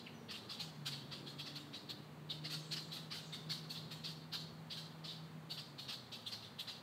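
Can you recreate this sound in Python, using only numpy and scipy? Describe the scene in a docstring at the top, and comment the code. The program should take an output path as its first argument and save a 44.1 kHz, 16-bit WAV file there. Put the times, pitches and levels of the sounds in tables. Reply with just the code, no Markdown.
"""Sharp, raspy "chek" calls ring out as blackbirds mob a heron at the edge of a pond. Each is a pulse
train from the syrinx, filtered by throat and bill and answered by reverberation from the wooded banks.
Other small birds chirp and whistle faintly. Far off an engine's exhaust drone falls in pitch as it slows,
runs on and falls again, over the rumble of traffic and a steady outdoor hush."""
import sys
import numpy as np
from scipy import signal
from scipy.fft import rfft, irfft, next_fast_len
from scipy.io import wavfile
from scipy.ndimage import uniform_filter1d, map_coordinates

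SR = 44100
rng = np.random.default_rng(int(sys.argv[2]) if len(sys.argv) > 2 else 0)


def to_wav(sig):
    """Store sig (one row per channel, or 1-D mono) as 16-bit WAV at the path in sys.argv[1].

    Samples outside -1..1 are clipped; the rate is SR.
    """
    pcm = np.clip(np.atleast_2d(sig), -1, 1) * 32767
    pcm = np.round(pcm).astype(np.int16)
    wavfile.write(sys.argv[1], SR, pcm.T)  # frames by channels


N = 300762
TOP_HZ = 15750  # upper band limit

# Each row: midpoint in seconds, level in dB, peak pitch in Hz, rasp from 0 to 1, length in seconds,
# bill resonance in Hz, its height in dB, its width in Hz, then bass, treble, top and echo trims in dB.
ALARM_CALLS = [(-.06, -53, 702, .4, 0.022, 3940, 6, 600, 0, -5, -2, -1),
               (0.3, -55.5, 672, .35, 0.027, 3600, 5, 900, -3, -9, -9, -11),
               (0.317, -53.5, 636, 0, 0.022, 4800, 9, 450, 0, -1, -1, -2),
               (.35, -55, 815, 0.6, 0.034, 2960, 12, 500, 0, 0.5, -2, -1),
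               (0.509, -51.5, 686, 0.5, 0.034, 4880, 9, 350, -2, -3, -3, 1),
               (0.607, -48.5, 861, 0.6, 0.025, 4200, 7.5, 680, 1.5, 3, 1, -0.5),
               (.873, -46, 816, 0.6, 0.033, 4340, 3.5, 870, -1.5, 3.5, 1, -1.5),
               (.928, -52, 568, .5, 0.031, 4200, 6, 830, 0, -2, -2, 0.5),
               (1.129, -52.5, 679, 0.7, 0.032, 4236, 5, 900, 0.5, -2, -5, 0),
               (1.275, -56.5, 847, .2, 0.021, 4000, 13, 690, 1, 2.5, 4, -1.5),
               (1.402, -51.5, 683, .45, 0.029, 4100, 5.5, 800, -4, -4, -1, -2),
               (1.472, -55, 679, 0.2, 0.028, 5300, 7, 780, 2, -1.5, -3, -0.5),
               (1.566, -53, 748, .6, 0.029, 4157, 4, 600, 2, 1, 2, -3.5),
               (1.746, -54.5, 652, 0.45, 0.03, 4430, 5, 900, 1.5, -0.5, -3, -.5),
               (1.905, -50, 604, .45, .027, 3880, 11, 740, -3, -1.5, 5, -5.5),
               (2.31, -47, 771, 0.54, 0.028, 3920, 15.5, 800, 1.5, 2.5, 3, -2.5),
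               (2.456, -50, 709, .26, 0.031, 5030, 7, 580, -1.5, -4.5, -7, -1.5),
               (2.511, -54, 668, .4, 0.033, 4180, 11, 610, 2, 3.5, 4, 6),
               (2.541, -51.5, 736, 0.7, 0.029, 4460, 15, 560, 8, 9, 5, -8),
               (2.729, -45.5, 873, 0.3, 0.033, 4530, 10.5, 860, 4.5, 6.5, 4, -4),
               (2.775, -50, 598, 0.4, .03, 5050, 11.5, 530, -1, -3, -1, -.5),
               (2.932, -52, 683, 0.6, 0.035, 3940, 10, 560, -1.5, 3, 7, 0),
               (2.966, -55.5, 677, .5, .025, 3940, 12, 450.2, 4, 1, -4, -2),
               (3.123, -50.5, 613, 0.4, 0.03, 5370, 7, 650, -4, -6, -9, -1),
               (3.15, -54.5, 797, 0.6, 0.035, 4877, 5, 660, 5, 3.5, 3, 2.5),
               (3.338, -51.5, 743, .3, 0.028, 3740, 14, 350, 0, 1.5, -1, 0),
               (3.512, -45, 764, .27, 0.035, 4680, 10.5, 710, 2, 2, 4, 1.5),
               (3.711, -51, 900, 0.4, 0.03, 4463, 8.5, 450, -8, 5, 8, -3.5),
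               (3.761, -54, 698, .45, 0.039, 4110, 9, 900, -3, -3, -6, .5),
               (3.921, -55, 641, 0.4, .025, 4530, 3, 300, 0, -0.5, 0, -1),
               (4.053, -49.5, 684, .7, 0.03, 5100, 3, 570, -5, -5, -5, -1.5),
               (4.083, -57, 698, .7, 0.032, 5010, 7, 350, -5, -1, -1, 0.5),
               (4.343, -46.5, 818, 0.45, 0.038, 4800, 6, 670, -3, -2, 0, 1.5),
               (4.719, -51, 689, 0.33, .033, 4770, 5, 300, -3.5, -4.5, -6, 2),
               (4.779, -56, 808, 0.39, 0.027, 4310, 5, 660, -1.5, -.5, 3, -1),
               (5.052, -54.5, 620, 0.61, 0.024, 5084, 7, 610, 0.5, -3, -5, 0),
               (5.099, -52.5, 771, 0.5, .029, 3670, 9, 430, -8, -4, -4, -1),
               (5.514, -49.5, 770, 0.3, 0.029, 4030, 9, 650, -3.5, -0.5, 3, -1.5),
               (5.585, -53, 696, .15, .027, 4640, 9.5, 900, 1.5, -1, -2, -1),
               (5.795, -53.5, 635, .6, 0.024, 4200, 4.5, 900, -2, -1, 1, 0),
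               (5.899, -49.5, 677, 0.4, 0.035, 5100, 5, 740, -2, -3, -3, -0.5),
               (5.932, -53, 874, 0.4, .027, 3900, 2, 700, -7, -1.5, -1, -4),
               (6.134, -53, 665, 0.1, .027, 3440, 5, 440, -5, -3, -2, -.5),
               (6.274, -49.5, 717, 0.3, 0.026, 3520, 21, 720, 0, 10, 8, -3.5),
               (6.331, -50, 599, 0.5, 0.03, 5110, 8.5, 600, -2.5, -2.5, -1, -2),
               (6.435, -59.5, 709, .4, 0.034, 3500, 4, 650, -6, -5, -6, -2.5),
               (6.602, -48.5, 707, .2, 0.027, 3530, 17, 700, -1, 6, 9, -4),
               (6.688, -51.5, 691, .1, .029, 4000, 8, 900, 1, -0.5, -1, 1.5)]


def blackbirds(usual_db=-53, echo_rasp=0.63, echo_width_hz=1000):
    """Source and filter: each call is a voice shaped by the bill, heard directly and by reflection."""
    out = np.zeros(N)
    for s, db, pitch_hz, rasp, length, *timbre, echo_db in ALARM_CALLS:
        bill_hz, ring_db, width_hz, *shelves_db = timbre
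        call = opening_bill(syrinx(pitch_hz, rasp, length), *timbre)
        direct = unit(water_and_reeds(call))
        # The trees hear other, rougher sides of the call; off axis its resonance is low and broad.
        blurred = syrinx(pitch_hz, echo_rasp, length)
        off_axis_db = 0.73 * ring_db * width_hz / echo_width_hz
        echo = wooded_banks(throat_and_bill(blurred, bill_hz, off_axis_db, echo_width_hz, *shelves_db))
        # Directivity: a call aimed away is fainter, and more of it comes back from the trees.
        aim_db = 0.57 * (usual_db - db)
        start = s - len(direct) / SR / 2
        add(out, start, amp(db) * direct)
        add(out, start, amp(db + echo_db + aim_db) * echo)
    return out


def syrinx(peak_hz, rasp, length, arch_s=0.0175, rise=0.45, jitter=0.014):
    """Periodic pulses form a harmonic series; the pitch arches and the voice roughens on both flanks."""
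    t = np.arange(-(SR // 25), SR // 25) / SR
    pitch = peak_hz / (1 + (t / arch_s) ** 2)
    rough = np.clip(rasp * (0.35 + (t / 0.018) ** 2), 0, 0.8)
    phase = 2 * np.pi * np.cumsum(pitch * (1 + jitter * rough * wobble(867, size=len(t)))) / SR
    harmonic = np.arange(1, 40)[:, None]
    # The windpipe weights and delays each partial differently, so the pulses run together.
    weight = amp(3 * rng.standard_normal(harmonic.shape))
    shift = rng.standard_normal(harmonic.shape)
    partials = weight * np.cos(harmonic * phase + shift) * (harmonic * pitch < TOP_HZ)
    pulses = unit(partials.sum(axis=0))
    rasping = unit(rng.standard_normal(len(t)) * (1 + 0.5 * np.cos(phase)))
    flank_s = length * np.where(t < 0, rise, 1 - rise)
    envelope = np.exp(-np.abs(t / flank_s) ** 2.5)
    return envelope * (np.sqrt(1 - rough) * pulses + np.sqrt(rough) * rasping)


def opening_bill(voice, bill_hz, ring_db, width_hz, bass_db, treble_db, top_db):
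    """A variable resonator: the bill gapes widest in mid-call, raising its resonance and its treble."""
    drop_hz, muffle_db, span_s = 250, 5.5, 0.015
    half_open = throat_and_bill(voice, bill_hz - drop_hz, ring_db, width_hz,
                                bass_db, treble_db - muffle_db, top_db - muffle_db)
    wide_open = throat_and_bill(voice, bill_hz, ring_db, width_hz, bass_db, treble_db, top_db)
    t = (np.arange(len(voice)) - len(voice) / 2) / SR
    gape = np.exp(-(t / span_s) ** 4)
    return (1 - gape) * half_open + gape * wide_open


# Each row: frequency in Hz, relative gain of the throat in dB.
THROAT_RESPONSE = [(600, -12.5), (1200, -3), (1900, -3), (2300, -4), (2800, 2.5), (3600, 3.5), (4500, 3.5),
                   (5200, -5), (6500, -12), (8200, -12.5), (10500, -21.5), (13500, -17), (15500, -24)]


def throat_and_bill(voice, bill_hz, ring_db, width_hz, bass_db, treble_db, top_db):
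    """Formant filtering: the bill adds one resonance and three shelves to the throat's response."""
    shelves = [(2400, bass_db), (3400, 0), (4600, 0),
               (6500, treble_db), (9000, treble_db), (13000, top_db)]

    def response(hz):
        formant_db = ring_db * np.exp(-((hz - bill_hz) / width_hz) ** 2 / 2)
        return amp(along(THROAT_RESPONSE, hz) + formant_db + along(shelves, hz))
    return unit(filtered(voice, response))


def water_and_reeds(call, mirror_gain=0.25, reed_decay_s=0.0084, reed_db=-6):
    """Early reflections: treble mirrored by the water interferes with the call, and reeds scatter it."""
    lag_s = rng.uniform(0.0002, 0.0006)  # set by the bird's height

    def comb(hz):
        treble = hz ** 4 / (hz ** 4 + 6000 ** 4)
        return 1 + mirror_gain * treble * np.exp(-2j * np.pi * hz * lag_s)
    combed = filtered(call, comb)
    t = np.arange(SR // 40) / SR
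    spray = rng.standard_normal(len(t)) * np.exp(-t / reed_decay_s)
    scattered = signal.fftconvolve(combed, spray / np.linalg.norm(spray))[:len(call)]
    return combed + amp(reed_db) * scattered


# Each row: frequency in Hz, time for the echo to decay by 60 dB in seconds.
REVERB_TIMES = [(1000, 0.58), (2500, 0.54), (4200, 0.59), (7000, 0.45), (14000, 0.38)]
# Each row: frequency in Hz, relative level of the echo in dB.
ECHO_SPECTRUM = [(1000, -4.5), (2400, -6.5), (3100, -2.5), (3800, -0.5), (4400, 0), (5100, -1.5),
                 (6500, 1.5), (10500, 3.5), (14000, 1.5)]


def wooded_banks(sound, build_s=0.011, near_db=5, near_s=0.023, clump_db=1.5):
    """Diffuse reverberation: near bushes answer first and strongest, while the far banks linger."""
    hz, t, spectra = signal.stft(rng.standard_normal(SR // 2), SR, nperseg=256)
    decay_db = -60 * t / along(REVERB_TIMES, hz)[:, None]
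    bushes_db = near_db * np.exp(-(t / near_s) ** 2)
    single_trees_db = clump_db * unit(uniform_filter1d(rng.standard_normal(len(t)), size=6))
    gain = amp(along(ECHO_SPECTRUM, hz)[:, None] + decay_db + bushes_db + single_trees_db)
    onset = 1 - np.exp(-(t / build_s) ** 2)
    _, tail = signal.istft(spectra * gain * onset, SR, nperseg=256)
    return signal.fftconvolve(sound, tail / np.linalg.norm(tail))


# Each row: start in seconds, length in seconds, first and last pitch in Hz, level in dB, rasp from 0 to 1.
FALLING_NOTES = [(0.061, 0.023, 3065, 2030, -46.5, 0.96), (0.136, 0.037, 6100, 5830, -68, 0.1),
                 (0.172, 0.099, 5830, 5700, -74, 0.3), (2.556, 0.38, 7900, 7230, -67, 0.9),
                 (2.57, 0.11, 6660, 6200, -67, .7), (3.212, 0.11, 7870, 5820, -64, 1)]


def small_birds(echo_db=-1):
    """Random modulation spreads each thin, falling whistle from along the shore into a band of noise."""
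    out = np.zeros(N)
    for s, length, start_hz, end_hz, db, rasp in FALLING_NOTES:
        progress = np.linspace(0, 1, int(length * SR))
        phase = 2 * np.pi * np.cumsum(start_hz + (end_hz - start_hz) * progress) / SR
        flutter = wobble(start_hz / 4, size=len(phase)) * np.sin(phase)
        flutter += wobble(start_hz / 4, size=len(phase)) * np.cos(phase)
        envelope = np.sin(np.pi * progress)
        note = envelope * (np.sqrt(1 - rasp) * np.sin(phase) + np.sqrt(rasp / 2) * flutter)
        add(out, s, amp(db) * note)
        add(out, s, amp(db + echo_db) * wooded_banks(note))
    return out


# Each row: time in seconds, firing rate in Hz.
FIRING_RATE = [(0, 240.2), (.25, 230.5), (.45, 202), (.65, 159.6), (.9, 140.8), (2.9, 157.2), (3.7, 157.1),
               (4.8, 159.8), (5.5, 158), (5.85, 138.5), (6.2, 113.9), (6.82, 105)]
# Each row: time in seconds, then the levels of drone, octave and roar at the pond in dB.
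EXHAUST_LEVELS = [(0, -65, -80, -71), (.25, -60, -81, -64), (.5, -66, -74, -69.5), (.7, -56, -78, -75),
                  (.95, -53.5, -71, -81), (1.25, -59.5, -69, -60.5), (1.55, -56, -62, -74),
                  (1.75, -73, -64, -67), (2, -59, -62, -67), (2.1, -57.5, -75, -74),
                  (2.5, -51.5, -62, -65.5), (3.2, -58.5, -77, -72), (3.47, -52.5, -78, -87),
                  (3.7, -56, -82, -74.5), (5.5, -56, -71.5, -80), (5.85, -60.5, -73.5, -82),
                  (6.15, -69, -69, -88), (6.35, -64, -85, -83), (6.82, -78, -79, -87)]


def engine(throb_hz=6.5, throb_depth=0.27):
    """The firing rate sets the exhaust's fundamental, under a soft roar; the long path makes it flutter."""
    firing_hz, = curves(FIRING_RATE)
    drone_db, octave_db, roar_db = curves(EXHAUST_LEVELS)
    phase = 2 * np.pi * np.cumsum(firing_hz * (1 + 0.0043 * wobble(24.9))) / SR
    throb = 1 + throb_depth * np.sin(2 * np.pi * np.cumsum(throb_hz + wobble(1.98)) / SR)
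    drone = amp(drone_db + 1.1 * wobble(14)) * throb * np.sin(phase)
    octave = amp(octave_db + 1.2 * wobble(13)) * np.sin(2 * phase + 0.5 * wobble(40))
    roar = amp(roar_db) * noise([(220, -28), (330, 1.5), (400, -1.5), (520, -7.5), (800, -51)])
    return np.sqrt(2) * (drone + octave) + roar


# Each row: frequency in Hz, relative spectral density in dB.
TRAFFIC_SPECTRUM = [(25, -30), (45, -30), (65, -18), (85, -6), (108, 0.5), (150, 3.5), (190, 1.5),
                    (240, 3.5), (290, -6), (400, -5.5), (600, -13.5), (1000, -46)]


def traffic(start_db=-57.5, fade_db_per_s=0.36):
    """Attenuation with distance: the low rumble of far traffic fades as it recedes."""
    t = np.arange(N) / SR
    return amp(start_db - fade_db_per_s * t + 0.8 * wobble(5)) * noise(TRAFFIC_SPECTRUM)


# Each row: frequency in Hz, relative spectral density in dB.
AIR_SPECTRUM = [(200, -29), (500, 1), (750, 2), (1150, 0.5), (1600, -4), (2100, -6.5), (2600, -8.5),
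                (4500, -11), (5200, -19.5), (8000, -20), (10500, -26), (13500, -22), (15700, -24)]


def open_air(hush_db=-62, whine_db=-84, whine_hz=1740):
    """The ambient noise floor: a broadband hush with one faint, wavering tone in it."""
    hush = amp(hush_db + 0.26 * wobble(2.1)) * noise(AIR_SPECTRUM)
    whine_gain = amp(whine_db + 2.6 * wobble(3))
    phase = 2 * np.pi * np.cumsum(whine_hz + 3 * wobble(12)) / SR
    return hush + whine_gain * np.sin(phase)


def amp(db):
    """Decibels to amplitude ratio."""
    return 10 ** (np.asarray(db) / 20)


def unit(x):
    """Normalisation to rms 1."""
    return x / np.sqrt(np.mean(x ** 2) + 1e-20)


def along(points, hz):
    """Interpolation of (Hz, value) points on a logarithmic frequency axis."""
    knots_hz, values = np.transpose(points)
    return np.interp(np.log(hz + 1), np.log(knots_hz + 1), values)


def curves(rows):
    """Linear interpolation in time: one value per sample for each column after the first."""
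    times, *columns = np.transpose(rows)
    return [np.interp(np.arange(N) / SR, times, column) for column in columns]


def wobble(rate, size=N):
    """A smooth random curve with `rate` knots a second."""
    knots = rng.standard_normal(int(size * rate / SR) + 4)
    return map_coordinates(knots, [np.arange(size) * rate / SR])


def filtered(x, response):
    """Linear filtering: the spectrum is multiplied by a frequency response."""
    size = next_fast_len(len(x) + 8192)
    return irfft(rfft(x, size) * response(np.fft.rfftfreq(size, 1 / SR)), size)[:len(x)]


def noise(spectrum):
    """Noise of rms 1, coloured by (Hz, dB) points."""
    return unit(filtered(rng.standard_normal(N), lambda hz: amp(along(spectrum, hz))))


def add(track, s, sound):
    """Mix a sound into the track from s seconds on."""
    start = round(s * SR)
    sound = sound[max(-start, 0):]
    part = track[max(start, 0):][:len(sound)]
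    part += sound[:len(part)]


def scene():
    """Superposition: all sources sum at the near bank, in one channel."""
    return (blackbirds() + small_birds() + engine() + traffic() + open_air())[None]


def record(dry):
    """An ideal low-pass filter removes everything above the band limit."""
    return np.array([filtered(channel, lambda hz: hz < TOP_HZ) for channel in dry])


dry = scene()
out = record(dry)
to_wav(out)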